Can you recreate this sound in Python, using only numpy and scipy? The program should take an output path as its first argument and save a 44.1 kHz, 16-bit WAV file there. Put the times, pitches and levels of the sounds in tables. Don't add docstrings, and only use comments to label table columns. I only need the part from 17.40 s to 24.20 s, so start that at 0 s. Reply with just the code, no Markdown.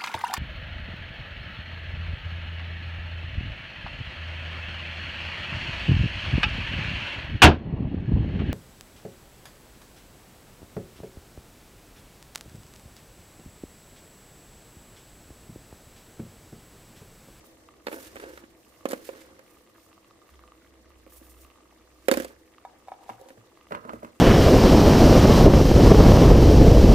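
import sys
import numpy as np
from scipy import signal
from scipy.io import wavfile

SR = 44100
rng = np.random.default_rng(int(sys.argv[2]) if len(sys.argv) > 2 else 0)


def inscribe(sig):
    pcm = np.round(np.clip(np.atleast_2d(sig).T, -1, 1) * 32767)
    wavfile.write(sys.argv[1], SR, pcm.astype(np.int16))


N = 299880


def amp(db):
    return 10 ** (np.asarray(db) / 20)


def unit_rms(x):
    return x / np.sqrt(np.mean(x ** 2) + 1e-20)


def butter(x, order, hz, kind="band"):
    return signal.sosfilt(signal.butter(order, hz, kind, fs=SR, output="sos"), x)


def balance(pan_db):
    return amp(pan_db * np.array([[.5], [-.5]]))


def delay_left(x, samples):
    return np.array([np.interp(np.arange(N) - samples, np.arange(N), x[0]), x[1]])


def curve(rows):
    return np.interp(np.arange(N) / SR, *np.transpose(rows)[:2])


def at_hz(rows, hz):
    freqs, values = np.transpose(rows)
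    return np.interp(np.log(hz), np.log(freqs), values)


def ms_to_samples(x):
    return np.interp(np.arange(N) / SR, np.arange(len(x)) / 1000, x)


def strokes(times, hold_s, level_db, rise_db_per_s, fade_db_per_s):
    t = np.arange(0, N / SR, .001)[:, None]
    before_s, after_s = np.maximum(times - t, 0), np.maximum(t - times - hold_s, 0)
    return amp(level_db - rise_db_per_s * before_s - fade_db_per_s * after_s)


def drift(rate_hz):
    hop = 40
    r = np.exp(-2 * np.pi * rate_hz * hop / SR)
    slow = signal.lfilter([1], [1, -2 * r, r * r], rng.standard_normal(N // hop + 2002))[2000:]
    return np.interp(np.arange(N) / hop, np.arange(len(slow)), unit_rms(slow))


def grains(per_s, spread_db):
    sizes = amp(spread_db * np.minimum(rng.exponential(1, N), 4.0)) * rng.choice([-1, 1], N)
    return sizes * (rng.random(N) < per_s / SR)


def blows(times, pan_db, level_db):
    clicks = np.zeros((2, N))
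    clicks[:, np.round(times * SR).astype(int)] = amp(level_db) * balance(pan_db)
    return clicks


def ring(clicks, hz, t60_s):
    r, w = amp(-60 / (t60_s * SR)), 2 * np.pi * hz / SR
    return signal.lfilter([0, np.sin(w)], [1, -2 * r * np.cos(w), r * r], clicks + 1e-18)


def crack(clicks, t60_s, band_hz):
    envelope = signal.lfilter([1], [1, -amp(-60 / (t60_s * SR))], clicks)
    noise = rng.standard_normal(N) + 0.71 * rng.standard_normal((2, N))
    return butter(envelope * noise, 2, band_hz)


def drag(modes, drags, fade_db_per_s, clicks_per_s, pan_db):
    gains = strokes(*np.transpose(drags), rise_db_per_s=1500, fade_db_per_s=fade_db_per_s)
    friction = ms_to_samples(gains.sum(1)) * amp(2.0 * drift(37)) * grains(clicks_per_s, spread_db=1.5)
    rings = sum(amp(db) * ring(np.roll(friction, 31 * k), hz, t60_s)
                for k, (hz, db, t60_s) in enumerate(modes))
    return rings * balance(pan_db)


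def strike(modes, times, pan_db, drive_db, ring_share, contact_cycles):
    hz, mode_db, t60_s = np.transpose(modes)[:, :, None]
    scatter_db = rng.normal(0, 1.2, (len(times), len(modes), 1))
    out, t = np.zeros((2, N)), np.arange(SR // 5) / SR
    swell = 1 - np.exp(-hz * t / contact_cycles)
    for k, start_s in enumerate(times):
        decay_db = -60 * t / (t60_s * ring_share[k])
        envelopes = amp(drive_db(hz, k) + mode_db + scatter_db[k] + decay_db) * swell
        rings = (envelopes * np.sin(2 * np.pi * hz * t)).sum(0)
        at = round(start_s * SR)
        out[:, at:at + len(t)] += rings[:N - at] * balance(pan_db[k])
    return out


def kitchen(send, t60_s=0.29, wall_cut_hz=6600):
    out, pole = np.zeros((2, N)), np.exp(-2 * np.pi * wall_cut_hz / SR)
    for k, lag in enumerate((rng.uniform(0.011, 0.036, 12) * SR).astype(int)):
        loop, gain, state = send.copy(), amp(-60 * lag / SR / t60_s), [0.]
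        for i in range(lag, N, lag):
            back, state = signal.lfilter([gain * (1 - pole)], [1, -pole], loop[i - lag:i], zi=state)
            loop[i:i + lag] += back[:N - i]
        out[k % 2] += (loop - send) * (-1) ** (k // 2)
    return out


# (time [s], level [dB])
HUM_LEVEL = [(0.0, -58), (0.07, -76), (0.95, -60), (1.25, -81), (1.29, -68.5), (2.86, -85.5), (2.93, -54),
             (3.14, -66), (4.05, -56), (4.15, -71), (4.7, -62), (4.75, -53), (5.13, -74.5), (6.21, -80),
             (6.36, -58), (6.46, -71), (6.55, -54), (6.8, -86)]


def hum(centre_hz=62.5, waver_hz=2.58):
    hz = centre_hz + waver_hz * drift(8.7)
    gain = amp(curve(HUM_LEVEL) + 2.0 * drift(51))
    tone = gain * np.sqrt(2) * np.sin(2 * np.pi * np.cumsum(hz) / SR)
    return delay_left(tone * balance(-1.6), samples=41)


# (frequency [Hz], relative density [dB])
HISS_SPECTRUM = [(15, -38), (25, -28), (70, 1), (166, -10), (326, 4), (394, -27), (503, 2.5), (714, -9.5),
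                 (1160, -28), (1370, -11), (2000, -17), (7920, -20), (16000, -33.5)]
# (frequency [Hz], left-right correlation [-1..1])
HISS_CORRELATION = [(60, 0.78), (180, 1), (550, 0.41), (1650, -0.67), (4970, -0.086), (15000, -0.81)]


def hiss(flicker_db=2.0):
    out, common, edges_hz = 0, drift(33), 25 * 2 ** np.arange(0, 9.6, .5)
    white = rng.standard_normal((2, 2, N))
    for k, (low, high) in enumerate(zip(edges_hz, edges_hz[1:])):
        mid, side = butter(white[k % 2], 2, [low, high])
        hz = np.sqrt(low * high)
        alike = np.clip(at_hz(HISS_CORRELATION, hz), -1, 1)
        gain = amp(at_hz(HISS_SPECTRUM, hz) - flicker_db * (0.18 * common + drift(25)))
        out += gain * (np.sqrt(1 + alike) * mid + np.sqrt(1 - alike) * side * [[1], [-1]])
    return unit_rms(out)


# (frequency [Hz], bandwidth [Hz], relative level [dB])
PAN_MODES = [(323, 15.3, -1.5), (503.4, 23.5, -5), (640, 31, -8.5), (1118, 190, -12.5), (1970, 350, -12)]


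def pan_rumble():
    collapses = unit_rms(grains(1500, spread_db=2.0)) * amp(1.8 * drift(15))
    out = 0
    for k, (hz, width_hz, db) in enumerate(PAN_MODES):
        t60_s = np.log(1000) / (np.pi * width_hz)
        out += amp(db) * unit_rms(ring(np.roll(collapses, 57 * k), hz, t60_s))
    return out


# (time [s], level [dB])
SIMMER_LEVEL = [(0.0, -56.5), (0.42, -61), (0.74, -54), (1.21, -61.5), (1.72, -56), (2.25, -61.5),
                (6.8, -62)]


def simmer():
    return amp(curve(SIMMER_LEVEL)) * (hiss() + pan_rumble() * amp([[-3.5], [-2.5]]))


# (time [s], strength [dB])
BIG_POPS = [(0.2879, -43.5), (0.3395, -47.5), (1.752, -48.5), (2.0646, -52), (2.274, -48), (2.5297, -44),
            (2.646, -46.5), (2.7095, -48.5), (2.818, -53), (2.8918, -47), (2.9926, -44.5), (3.0377, -47),
            (3.0776, -46.5), (3.1202, -48), (3.4581, -47), (3.7227, -47.5), (3.8516, -54), (3.941, -48),
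            (3.9789, -55), (4.048, -46), (4.1018, -47.5), (4.1583, -50.5), (4.587, -51.5), (5.1827, -48),
            (5.2978, -57), (6.1734, -49), (6.2115, -45), (6.2696, -46.5)]
# (frequency [Hz], gain [dB], t60 [s])
AIR_MODES = [(1196, -2.5, 0.02), (1600, -13, 0.0063), (2067, -10.5, 0.014), (2710, -4.5, 0.0055),
             (3720, -8.5, 0.0021)]


def pops(scatter_db=4.5):
    times, db = np.transpose(BIG_POPS)
    bursts = amp(-61) * np.abs(grains(62 * amp(3.2 * drift(1)), spread_db=2.0))
    bursts[np.round(times * SR).astype(int)] += amp(db)
    out = sum(ring(bursts * amp(mode_db + scatter_db * rng.standard_normal(N)), hz, t60_s)
              for hz, mode_db, t60_s in AIR_MODES)
    fizz = amp(-66.5) * grains(200 * amp(5.2 * drift(9.3)), spread_db=4.5)
    pitch_index = rng.integers(0, 10, N)
    for k, hz in enumerate(np.geomspace(900, 3800, 10)):
        out += ring(fizz * (pitch_index == k), hz, t60_s=12.7 / hz)
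    return butter(out, 2, [600, 5000])


# (time [s], pan [dB], gripped / free ring time [ratio])
HAND_PATH = [(0.0, 1, .35), (0.45, -4, 0.3), (0.8, -4, 0.24), (1.45, -5.5, 0.26), (1.7, -5.5, 0.47),
             (3.7, -4, 0.65), (4.4, 1, .6), (4.68, -8, 0.59), (4.72, -9, 0.54), (4.88, -4.5, 0.74),
             (5.8, -4.5, 0.85), (6.8, 8, 0.87)]
# (time [s], hold [s], level [dB], tilt [dB/octave])
RUSTLE_STROKES = [(0.06, 0.012, -71, 10), (0.516, 0.12, -58.5, 1.5), (0.65, 0.031, -71, -11.5),
                  (0.752, .02, -70, 4), (0.808, 0.032, -72, -9.5), (0.877, 0.1, -68.5, -4),
                  (1.187, 0.18, -79, 5), (1.52, 0.012, -54.5, 0), (1.657, 0.021, -60, -0.5),
                  (1.762, 0.03, -68.5, -6.5), (2.11, 0.045, -71, 7), (2.403, .04, -70.5, 2),
                  (2.88, 0.026, -76, -1), (3.738, 0.039, -65, 14), (3.88, 0.029, -66, 11),
                  (4.004, .02, -69.5, 6), (4.603, 0.016, -77.5, -6), (4.733, .005, -53.5, -0.5),
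                  (4.773, .01, -59.5, -9), (4.834, .005, -66, -3.5), (5.624, 0.0071, -76.5, -7),
                  (5.683, 0.016, -82, -15), (5.83, 0.071, -76.5, -2.5), (6.308, .02, -75, 6),
                  (6.532, 0.0081, -73, -4), (6.643, 0.0069, -76, -2)]


def rustle(rest_db=-79.5, rest_db_per_octave=1.5):
    times, hold_s, db, tilts = np.transpose(RUSTLE_STROKES)
    each = strokes(times, hold_s, db, rise_db_per_s=345, fade_db_per_s=206)
    gain = each.sum(1) + amp(rest_db)
    tilt = (each @ tilts + amp(rest_db) * rest_db_per_octave) / gain
    gain, tilt = ms_to_samples(gain), ms_to_samples(np.clip(tilt, -8, 12))
    grit = unit_rms(grains(4000, spread_db=3.0)) + 1.12 * rng.standard_normal((2, N))
    out = 0
    for low_hz in 1600 * 2. ** np.arange(0, 3.5, 1 / 3):
        band = butter(grit, 1, [low_hz, low_hz * 2 ** (1 / 3)])
        octaves = np.log2(low_hz / 8000)
        out += band * amp(tilt * octaves - 1.3 * max(octaves, 0))
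    clumps = amp(2.7 * drift(36))
    return out * gain * clumps * balance(curve(HAND_PATH))


# (time [s], strength [dB], bottom mode [relative dB], upper modes [relative dB],
# damped / free ring time [ratio])
SHELF_THUDS = [(5.698, -43.5, 14, 3, 0.9), (5.974, -47.5, 21.5, -25, 0.47), (6.309, -38, -2, -13, 0.95),
               (6.321, -30.5, 0, -4.5, 0.8), (6.349, -40, -11, 4.5, 0.75), (6.451, -37.5, 6, -14, 0.63),
               (6.493, -39, -2, -1, 1), (6.533, -34, 6, -14, 0.8), (6.63, -35, -3, -17, 0.69),
               (6.647, -35, -4, -8, 0.37)]
# (frequency [Hz], gain [dB], t60 [s])
SHELF_MODES = [(115.3, -21, 0.43), (235, 3, 0.094), (318.6, -2.5, 0.12), (457, -0.5, 0.098),
               (590, 12.5, 0.028), (1048, 16.5, 0.022), (1210, 17, 0.016), (1540, -3, 0.017),
               (2000, -2.5, 0.032)]
# (time [s], hold [s], level [dB])
SHELF_DRAGS = [(6.314, 0.028, -56), (6.44, 0.022, -70), (6.489, 0.011, -62), (6.629, 0.016, -69.5)]


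def shelf():
    times, db, bottom_db, upper_db, ring_share = np.transpose(SHELF_THUDS)
    pan_db = np.full(len(times), -1.2)

    def drive_db(hz, k):
        return db[k] + np.select([hz < 160, hz >= 800], [bottom_db[k], upper_db[k]])

    slides = drag(SHELF_MODES, SHELF_DRAGS, fade_db_per_s=237, clicks_per_s=1200, pan_db=-8.0)
    thuds = strike(SHELF_MODES, times, pan_db, drive_db, ring_share, contact_cycles=0.77)
    body = butter(slides + thuds, 4, 73, "high")
    scuff = crack(blows(times, pan_db, db + upper_db + 9.5), t60_s=0.046, band_hz=[710, 2130])
    snap = crack(blows(times, pan_db, db - 21.5), t60_s=0.046, band_hz=[3000, 18000])
    return delay_left(body + scuff + snap, samples=17.2)


# (time [s], strength [dB], snap [relative dB])
LID_TAPS = [(5.25, -36.5, -20), (5.474, -51, -9), (5.483, -38, -22), (5.518, -35, -25), (5.629, -50.5, -14),
            (5.682, -53, -2), (5.692, -35, -14), (5.719, -47, -18), (5.886, -50.5, 3.5)]
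# (frequency [Hz], gain [dB], t60 [s])
LID_MODES = [(635, -12, 0.03), (774, 11.5, 0.024), (874, -19, 0.19), (951, -3, 0.067), (1263, -11.5, 0.063),
             (1690, -10, 0.028), (2240, -15, 0.048), (3630, -21, 0.043)]
# (time [s], hold [s], level [dB])
LID_TURNS = [(5.26, 0.058, -71), (5.49, 0.15, -68.5), (5.7, 0.14, -71.5)]


def lid():
    times, db, snap_db = np.transpose(LID_TAPS)
    pan_db, ring_share = np.full(len(times), -.7), np.ones(len(times))
    turns = drag(LID_MODES, LID_TURNS, fade_db_per_s=120, clicks_per_s=460, pan_db=9.5)
    taps = strike(LID_MODES, times, pan_db, lambda hz, k: db[k], ring_share, contact_cycles=0.58)
    body = butter(turns + taps, 4, 420, "high")
    snap = crack(blows(times, pan_db, db + snap_db), t60_s=0.056, band_hz=[1490, 11300])
    return delay_left(body + snap, samples=2.4)


# (time [s], strength [dB], tilt [dB/octave])
SPOON_CLINKS = [(0.468, -40, -19), (1.4925, -44, 9), (1.51, -52, 10), (1.519, -44, 8), (4.7135, -21, -1),
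                (4.743, -44, 5), (4.845, -49, 11)]
# (frequency [Hz], gain [dB], t60 [s])
SPOON_MODES = [(3740, -9, .03), (4380, -5, .045), (4700, -4.5, 0.041), (8120, -4.5, 0.032)]


def spoon():
    times, db, tilt = np.transpose(SPOON_CLINKS)
    pan_db = np.interp(times, *np.transpose(HAND_PATH)[:2])
    scatter_db = rng.normal(0, 4, (len(times), len(SPOON_MODES)))
    out = 0
    for k, (hz, mode_db, t60_s) in enumerate(SPOON_MODES):
        level_db = db + mode_db + tilt * np.log2(hz / 4400) + scatter_db[:, k]
        out += ring(blows(times, pan_db, level_db), hz, t60_s)
    return delay_left(out, samples=12.6)


# (time [s], strength [dB], low modes [relative dB], upper modes [relative dB],
# snap [relative dB])
JAR_KNOCKS = [(0.469, -24.5, -6, -2, -16.5), (0.483, -25.5, -4, -12, -19), (0.516, -33, -20, -7, -20),
              (0.528, -29.5, -5, -7, -19), (0.757, -37, -13, -3, -8), (0.766, -35, -9, -3.5, -27),
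              (0.799, -37, -23, -2.5, -9), (0.838, -29.5, -24, -11.5, -25), (0.975, -39.5, -16, 0, -13),
              (1.037, -48, 13.5, 1.5, -25), (1.455, -17, -2, -10.5, -19), (1.488, -38, -1, -12, 0),
              (1.503, -33, 3, -20, -6), (1.51, -40.5, -21, 5.5, 4), (1.518, -36, -8, -3, 3.5),
              (1.532, -18.5, -3, -12.5, -19), (1.69, -26.5, -32, -13, -22), (1.992, -46, -15, -2.5, -7),
              (3.665, -45.5, -0.5, -25, -30), (3.814, -48.5, 8, -13, -28), (4.684, -11, -18, -7, -14),
              (4.7135, -17, 5.5, -3, -4), (4.723, -18, -27, -20, -15), (4.739, -26, -16, -1.5, -4.5),
              (4.772, -22, 6, -6, -8), (4.8, -31.5, 8.5, -1.5, -2), (4.821, -33.5, -2, -9, -5),
              (4.847, -30.5, -21, -7.5, -7), (5.798, -48.5, -21, -25, -18), (5.813, -43.5, -16, -29, -7),
              (5.859, -46.5, -8, -17, -20), (5.904, -47.5, 2, 0, -11)]
# (frequency [Hz], gain [dB], t60 [s])
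JAR_MODES = [(272.4, -1.5, 0.083), (326, 0, 0.08), (419, -4.5, 0.095), (525.4, 6, 0.069), (680, -8, 0.071),
             (885, -0.5, 0.021), (1300, 2.5, 0.005), (1600, 12.5, 0.0067), (2260, -9, 0.016)]
# (time [s], hold [s], level [dB])
JAR_DRAGS = [(0.522, 0.039, -53.5), (0.768, 0.056, -63), (0.824, .01, -56.5), (1.48, 0.062, -60.5),
             (1.726, 0.048, -65), (1.87, 0.04, -77), (4.724, 0.0044, -63), (4.769, 0.0044, -53),
             (5.795, 0.19, -77.5)]


def jar():
    times, db, low_db, upper_db, snap_db = np.transpose(JAR_KNOCKS)
    hand_s, hand_pan_db, hand_share = np.transpose(HAND_PATH)
    pan_db, ring_share = np.interp(times, hand_s, hand_pan_db), np.interp(times, hand_s, hand_share)

    def drive_db(hz, k):
        return db[k] + np.select([hz < 400, hz >= 700], [low_db[k], upper_db[k]])

    scrapes = drag(JAR_MODES, JAR_DRAGS, fade_db_per_s=137, clicks_per_s=490, pan_db=-2.5)
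    knocks = strike(JAR_MODES, times, pan_db, drive_db, ring_share, contact_cycles=0.42)
    body = butter(scrapes + knocks, 4, 213, "high")
    scuff = crack(blows(times, pan_db, db + upper_db + 8.0), t60_s=0.047, band_hz=[795, 2240])
    snap = crack(blows(times, pan_db, db + snap_db), t60_s=0.025, band_hz=[3050, 14600])
    return delay_left(body + scuff + snap, samples=12)


def scene():
    bubbles, far = pops(), shelf()
    near = jar() + spoon() + lid()
    broth = simmer() + bubbles * balance(-3)
    echo = kitchen(amp(-18) * near.mean(0) + amp(-15.5) * far.mean(0) + amp(-13) * bubbles)
    return broth + near + far + rustle() + hum() + echo


def record(dry):
    return signal.sosfilt(signal.cheby2(22, 70, 15950, fs=SR, output="sos"), dry)


dry = scene()
out = record(dry)
inscribe(out)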